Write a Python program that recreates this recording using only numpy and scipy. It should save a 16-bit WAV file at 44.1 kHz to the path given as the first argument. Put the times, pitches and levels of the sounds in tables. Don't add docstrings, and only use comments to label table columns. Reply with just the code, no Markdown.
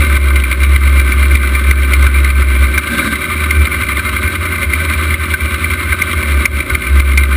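import sys
import numpy as np
from scipy import signal
from scipy.io import wavfile
from scipy.ndimage import uniform_filter1d

SR = 44100
rng = np.random.default_rng(int(sys.argv[2]) if len(sys.argv) > 2 else 0)


def wav_record(signal):
    frames = np.transpose(np.atleast_2d(signal))
    bounded = np.clip(frames, -1, 1)
    quanta = np.round(bounded * 32767).astype(np.int16)
    wavfile.write(sys.argv[1], SR, quanta)


def gain_from_decibels(decibels):
    exponent = np.asarray(decibels, float) / 20
    return 10 ** exponent


N = 324576
TIME = np.arange(N) / SR

# time_s, firings_per_s
ENGINE_SPEED = [(2.7, 67.6), (2.81, 88), (2.95, 112), (3.09, 108), (3.22, 87), (3.4, 77), (3.6, 70),
                (3.81, 93), (4.0, 96), (4.2, 86), (5.14, 79), (5.5, 77), (6.11, 87), (6.3, 72), (6.45, 55),
                (6.74, 55), (6.9, 68), (7.36, 67.8)]
# start_s, peak_db, low_panels_db, gain_drop_db
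HARD_CLACKS = [(0.167, -7.5, -12, 9), (0.402, -9.5, -21, 3.5), (0.528, -3.5, -14, 4), (0.762, -8.5, -13, 9),
               (0.997, -9.5, -1, 5), (1.12, -11, -6, 4), (1.354, -9, -9, 7.5), (1.594, -9, -6, 3),
               (1.712, -6, -3, 9.5), (2.068, -7.5, 0, 7.5), (2.304, -8.5, -1, 6.5), (2.423, -10, 12, 7.5),
               (2.779, -7, 4.5, 8.5), (3.076, -22, -2, 5.5), (3.552, -10.5, -11, -1), (3.655, -7.5, -10, 4),
               (3.835, -14.5, 5, 5), (3.997, -9.5, 0, 5), (4.356, -9, -14, 7.5), (4.736, -7, -11, 3),
               (5.141, -8, 6.5, 9.5), (5.341, -11, 16.5, 9.5), (5.544, -8.5, 7, 5.5), (5.737, -11, 9, 6.5),
               (5.926, -7, 6, 5.5), (6.456, -4, -2, 15), (6.605, -8, -15, 6.5), (6.751, -6.5, -9, 7),
               (7.0, -7.5, -13, 10), (7.236, -7, -10, 5.5)]
# pitch_hz, width_hz, level_db
LOW_SHEETS = [(1049, 107, -13.5), (1204, 40.7, -5.5), (1302, 53, -10), (1464, 36.6, -4), (1488, 56, -6),
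              (1548.6, 42.5, -3), (1721, 13, -13.5), (1784, 47, -12.5)]
MID_SHEETS = [(1993, 76, -11), (2135, 53, -2), (2248, 66, -10), (2340.4, 39, -2)]
HIGH_SHEETS = [(2590, 48, -16.5), (2840, 138, -19), (3230, 90, -18.5), (3520, 105, -21), (3857, 86, -16.5),
               (4265, 162, -24.5), (4734, 150, -31.5), (5520, 210, -30)]

IDLE_PER_S = 67.6
USUAL_DB, USUAL_LOW_DB, USUAL_DROP_DB = -15, -24, 3
CREST_S = 0.003


def boom(count):
    # time_s, level_db
    drive = [(0, -8.5), (0.38, -4.5), (0.52, -8), (0.7, -3), (1.4, -6.5), (1.54, -8), (1.68, -5.5),
             (2.66, -4.5), (2.74, -14), (3.2, -21), (3.62, -6.5), (3.72, -16.5), (4.92, -12), (6.15, -15),
             (6.35, -9), (6.8, -15.5), (6.95, -3.5), (7.3, -6)]
    cabin_hz, cabin_width_hz = 70.2, 4.8
    clicks = firings(count, spread_db=3.0, pattern=0.6, jitter_s=0.0002)
    lead = SR // 4
    led_in = np.concatenate([clicks[lead * 2:lead * 3], clicks])
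    rung = resonate(resonate(led_in, cabin_hz, cabin_width_hz), cabin_hz, 35)
    main_mode = evened(cut(rung, 156, "low", order=4)[lead:], 0.18)
    second_mode = evened(resonate(resonate(clicks, 113.8, 3.8), 118.0, 21), 0.32)
    return gain_from_decibels(curve(drive, TIME)) * main_mode + gain_from_decibels(-34.5) * second_mode


def exhaust(count):
    # pitch_hz, width_hz, level_db
    pipe_modes = [(130, 42.4, -3), (160, 43, -1), (209.6, 26.8, 2), (237.7, 37, 1.5), (303.5, 49.4, 0),
                  (349.7, 50.6, -4), (551.6, 41.5, -4.5), (625, 40, -5.5)]
    level_db = -24 - 0.0258 * above_idle(TIME)
    pulses = firings(count, spread_db=2.2, pattern=1.1, jitter_s=0.0004)
    turbulence = rng.standard_normal(N) * (0.34 + puff(pulses, 0.0024))
    gas = rms_one(pulses) * 0.75 + rms_one(turbulence)
    return gain_from_decibels(level_db) * evened(cut(body(gas, pipe_modes), 574, "low", order=4), 0.076)


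def rattle(count):
    chug_floor, chug_s, chug_db = 0.75, 0.014, 5.5
    swell_db, swell_lead_firings = 1.5, 1.2
    s, peak_db, _, _ = all_clacks(count)
    blows = spikes(s, gain_from_decibels(peak_db + chug_db))
    rock = puff(np.roll(blows, -150), chug_s)
    knocks = firings(count, spread_db=2.6, pattern=1.2, jitter_s=0.0008)
    out = 0
    for modes, lag_s, share in ((LOW_SHEETS, 0.006, 1.1), (MID_SHEETS, 0.003, 0.8), (HIGH_SHEETS, 0.002, 0.7)):
        late = np.roll(knocks, int(lag_s * SR))
        shake = 0.22 + rise_fall(late, 0.0005, 0.0035)
        tick_heights = gain_from_decibels(3.1 * np.minimum(rng.exponential(1, N), 4))
        ticks = (rng.random(N) < 900 / SR) * tick_heights * rng.choice([-1, 1], N)
        buzz = rng.standard_normal(N) + 0.5 * rms_one(ticks)
        out = out + body(buzz * shake * (chug_floor + share * rock), modes)
    level_db = -16 + 0.0532 * above_idle(TIME)
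    swell = swell_db * np.cos(np.pi / 4 * (count + swell_lead_firings))
    return gain_from_decibels(level_db + swell) * evened(out, 0.14)


def clacks(count):
    s, peak_db, low_db, _ = all_clacks(count)
    high_db = 2 - 0.0057 * above_idle(s)
    chatter = rng.choice([-1, 1], N)
    groups = ((LOW_SHEETS[3:6], low_db + 26.5), (MID_SHEETS, 29), (HIGH_SHEETS, high_db + 23.5))
    out = 0
    for modes, share_db in groups:
        blows = spikes(s - 0.003, gain_from_decibels(peak_db + share_db))
        scrape = chatter * rise_fall(blows, 0.0002, 0.0022)
        out = out + body(scrape + 1.2 * np.roll(blows, 20), modes)
    return out


def throttle_blip():
    start_s, end_s, attack_s, release_s = 2.85, 3.15, 0.079, 0.025
    opened = np.clip(np.minimum((TIME - start_s) / attack_s, (end_s - TIME) / release_s), 0, 1)
    pipes = [(159, 43, -4), (238, 22, 6.5), (311, 37, -1.5), (578.8, 41.8, -6.5)]   # pitch_hz, width_hz, level_db
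    roar = evened(body(rng.standard_normal(N), pipes), 0.081)
    sing = evened(resonate(rng.standard_normal(N), 1566, 28), 0.014)
    hiss = rms_one(body(rng.standard_normal(N), HIGH_SHEETS[3:]))
    return opened * (gain_from_decibels(-17) * roar + gain_from_decibels(-17) * sing + gain_from_decibels(-27.5) * hiss)


def fuel_pump():
    # pitch_hz, level_db (rms)
    tones = [(373.5, -31.5), (441, -49.5)]
    waver = 0.56 * rms_one(cut(rng.standard_normal(N), 15.0, "low", order=1))
    out = 0
    for hz, db in tones:
        tone = np.sqrt(2) * np.sin(2 * np.pi * np.cumsum(hz + waver) / SR)
        out = out + gain_from_decibels(db + 2.4 * waver) * tone
    return out


def rumble():
    return gain_from_decibels(-36.5) * rms_one(cut(rng.standard_normal(N), [25, 900], "band", order=1))


def crank():
    count = np.cumsum(curve(ENGINE_SPEED, TIME)) / SR
    clack_s = np.array(HARD_CLACKS)[:, 0] - CREST_S
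    slip = np.interp(TIME, clack_s, np.unwrap(np.interp(clack_s, TIME, count) % 8, period=8))
    return count - uniform_filter1d(slip, size=SR // 8) + 16


def above_idle(s):
    return curve(ENGINE_SPEED, s) - IDLE_PER_S


def firings(count, spread_db, pattern, jitter_s):
    cylinder_db = [-11.5, -3.5, -14.5, -7, -10.5, -8, -8.5, -13]
    number = np.arange(int(count[0]) + 1, int(count[-1]))
    chance = rng.standard_normal((900, 2))[number]
    at = np.interp(number, count, TIME) + jitter_s * chance[:, 0]
    uneven_db = spread_db * (1 + np.abs(above_idle(at)) / 22)
    return spikes(at, gain_from_decibels(pattern * np.array(cylinder_db)[number % 8] + uneven_db * chance[:, 1]))


def known_cycles():
    # start_s, peak_db
    firm = [(0.647, -15), (0.876, -10.5), (1.23, -11), (1.834, -12), (1.936, -7), (2.553, -12),
            (2.643, -13), (2.873, -7), (3.44, -12), (3.745, -11), (3.919, -14), (4.092, -9), (4.167, -12.5),
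            (4.456, -10), (4.557, -14), (4.846, -12), (4.936, -10), (5.038, -13), (5.238, -11),
            (5.451, -14), (5.644, -9.5), (5.832, -12), (6.02, -5.5), (6.114, -9), (6.212, -18), (6.32, -12),
            (6.869, -11.5)]
    return sorted(HARD_CLACKS + [(s, db, USUAL_LOW_DB, USUAL_DROP_DB) for s, db in firm])


def all_clacks(count):
    # start_s, peak_db
    strays = [(0.36, -9), (0.439, -6), (0.515, -5), (0.634, -8), (1.552, -10), (2.246, -5), (3.509, -7),
              (4.631, -6), (6.822, -10), (7.177, -2)]
    early_firings, early_db = 2.8, -7.5
    ends = np.arange(np.ceil(count[0] / 8), count[-1] // 8 + 1) * 8
    known = known_cycles()
    known_s = np.array(known)[:, 0]
    usual = [(s, USUAL_DB, USUAL_LOW_DB, USUAL_DROP_DB)
             for s in np.interp(ends, count, TIME) + CREST_S if np.abs(known_s - s).min() > 0.03]
    early = [(s, USUAL_DB + early_db, USUAL_LOW_DB, 0)
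             for s in np.interp(ends - early_firings, count, TIME)]
    loose = [(s, db, USUAL_LOW_DB, USUAL_DROP_DB) for s, db in strays]
    return np.transpose(known + usual + early + loose)


def curve(table, s):
    return np.interp(s, *np.transpose(table))


def spikes(s, heights):
    out = np.zeros(N)
    out[np.clip(s * SR, 0, N - 1).astype(int)] = heights
    return out


def puff(x, decay_s):
    return signal.lfilter([1], [1, -np.exp(-1 / (decay_s * SR))], x + 1e-18)


def rise_fall(x, rise_s, fall_s):
    return puff(puff(x, rise_s), fall_s) / (rise_s * SR)


def resonate(x, hz, width_hz):
    r = np.exp(-np.pi * width_hz / SR)
    zeros = np.array([1, 0, -1]) * (1 - r * r) / 2
    return signal.lfilter(zeros, [1, -2 * r * np.cos(2 * np.pi * hz / SR), r * r], x)


def body(x, modes):
    return sum((-1) ** k * gain_from_decibels(db) * resonate(x, hz, width) for k, (hz, width, db) in enumerate(modes))


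def cut(x, hz, kind, order):
    return signal.sosfilt(signal.butter(order, hz, kind, fs=SR, output="sos"), x)


def rms_one(x):
    return x / np.sqrt(np.mean(x ** 2) + 1e-20)


def evened(x, span_s):
    size = int(span_s * SR)
    power = uniform_filter1d(uniform_filter1d(x ** 2, size=size), size=size)
    return x / np.sqrt(power + 1e-12)


def scene():
    count = crank()
    metal = cut(rattle(count) + clacks(count), 960, "high", order=4)
    mix = boom(count) + exhaust(count) + metal + throttle_blip() + fuel_pump() + rumble()
    return mix[None]


def top_cut(x):
    return signal.sosfilt(signal.butter(12, 15680, fs=SR, output="sos"), x)


def record(dry):
    attack_s, release_s = 0.012, 0.079
    s, _, _, drop_db = all_clacks(crank())
    sudden_db = puff(spikes(s + 0.0025 + attack_s / 2, np.maximum(drop_db, 0)), release_s)
    gain_db = -uniform_filter1d(sudden_db, size=int(attack_s * SR))
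    ducked = cut(dry[0] * gain_from_decibels(gain_db), 5600, "low", order=10)
    coarse = signal.resample_poly(ducked, 40, 147)
    held = np.repeat(np.clip(coarse, -0.99, 0.99), 4)
    out = signal.resample_poly(held, 147, 160)[:N]
    out = signal.sosfilt(signal.ellip(9, 0.1, 32, 15230, fs=SR, output="sos"), out)
    return top_cut(np.clip(out, -1, 1)[None])


dry = scene()
out = record(dry)
wav_record(out)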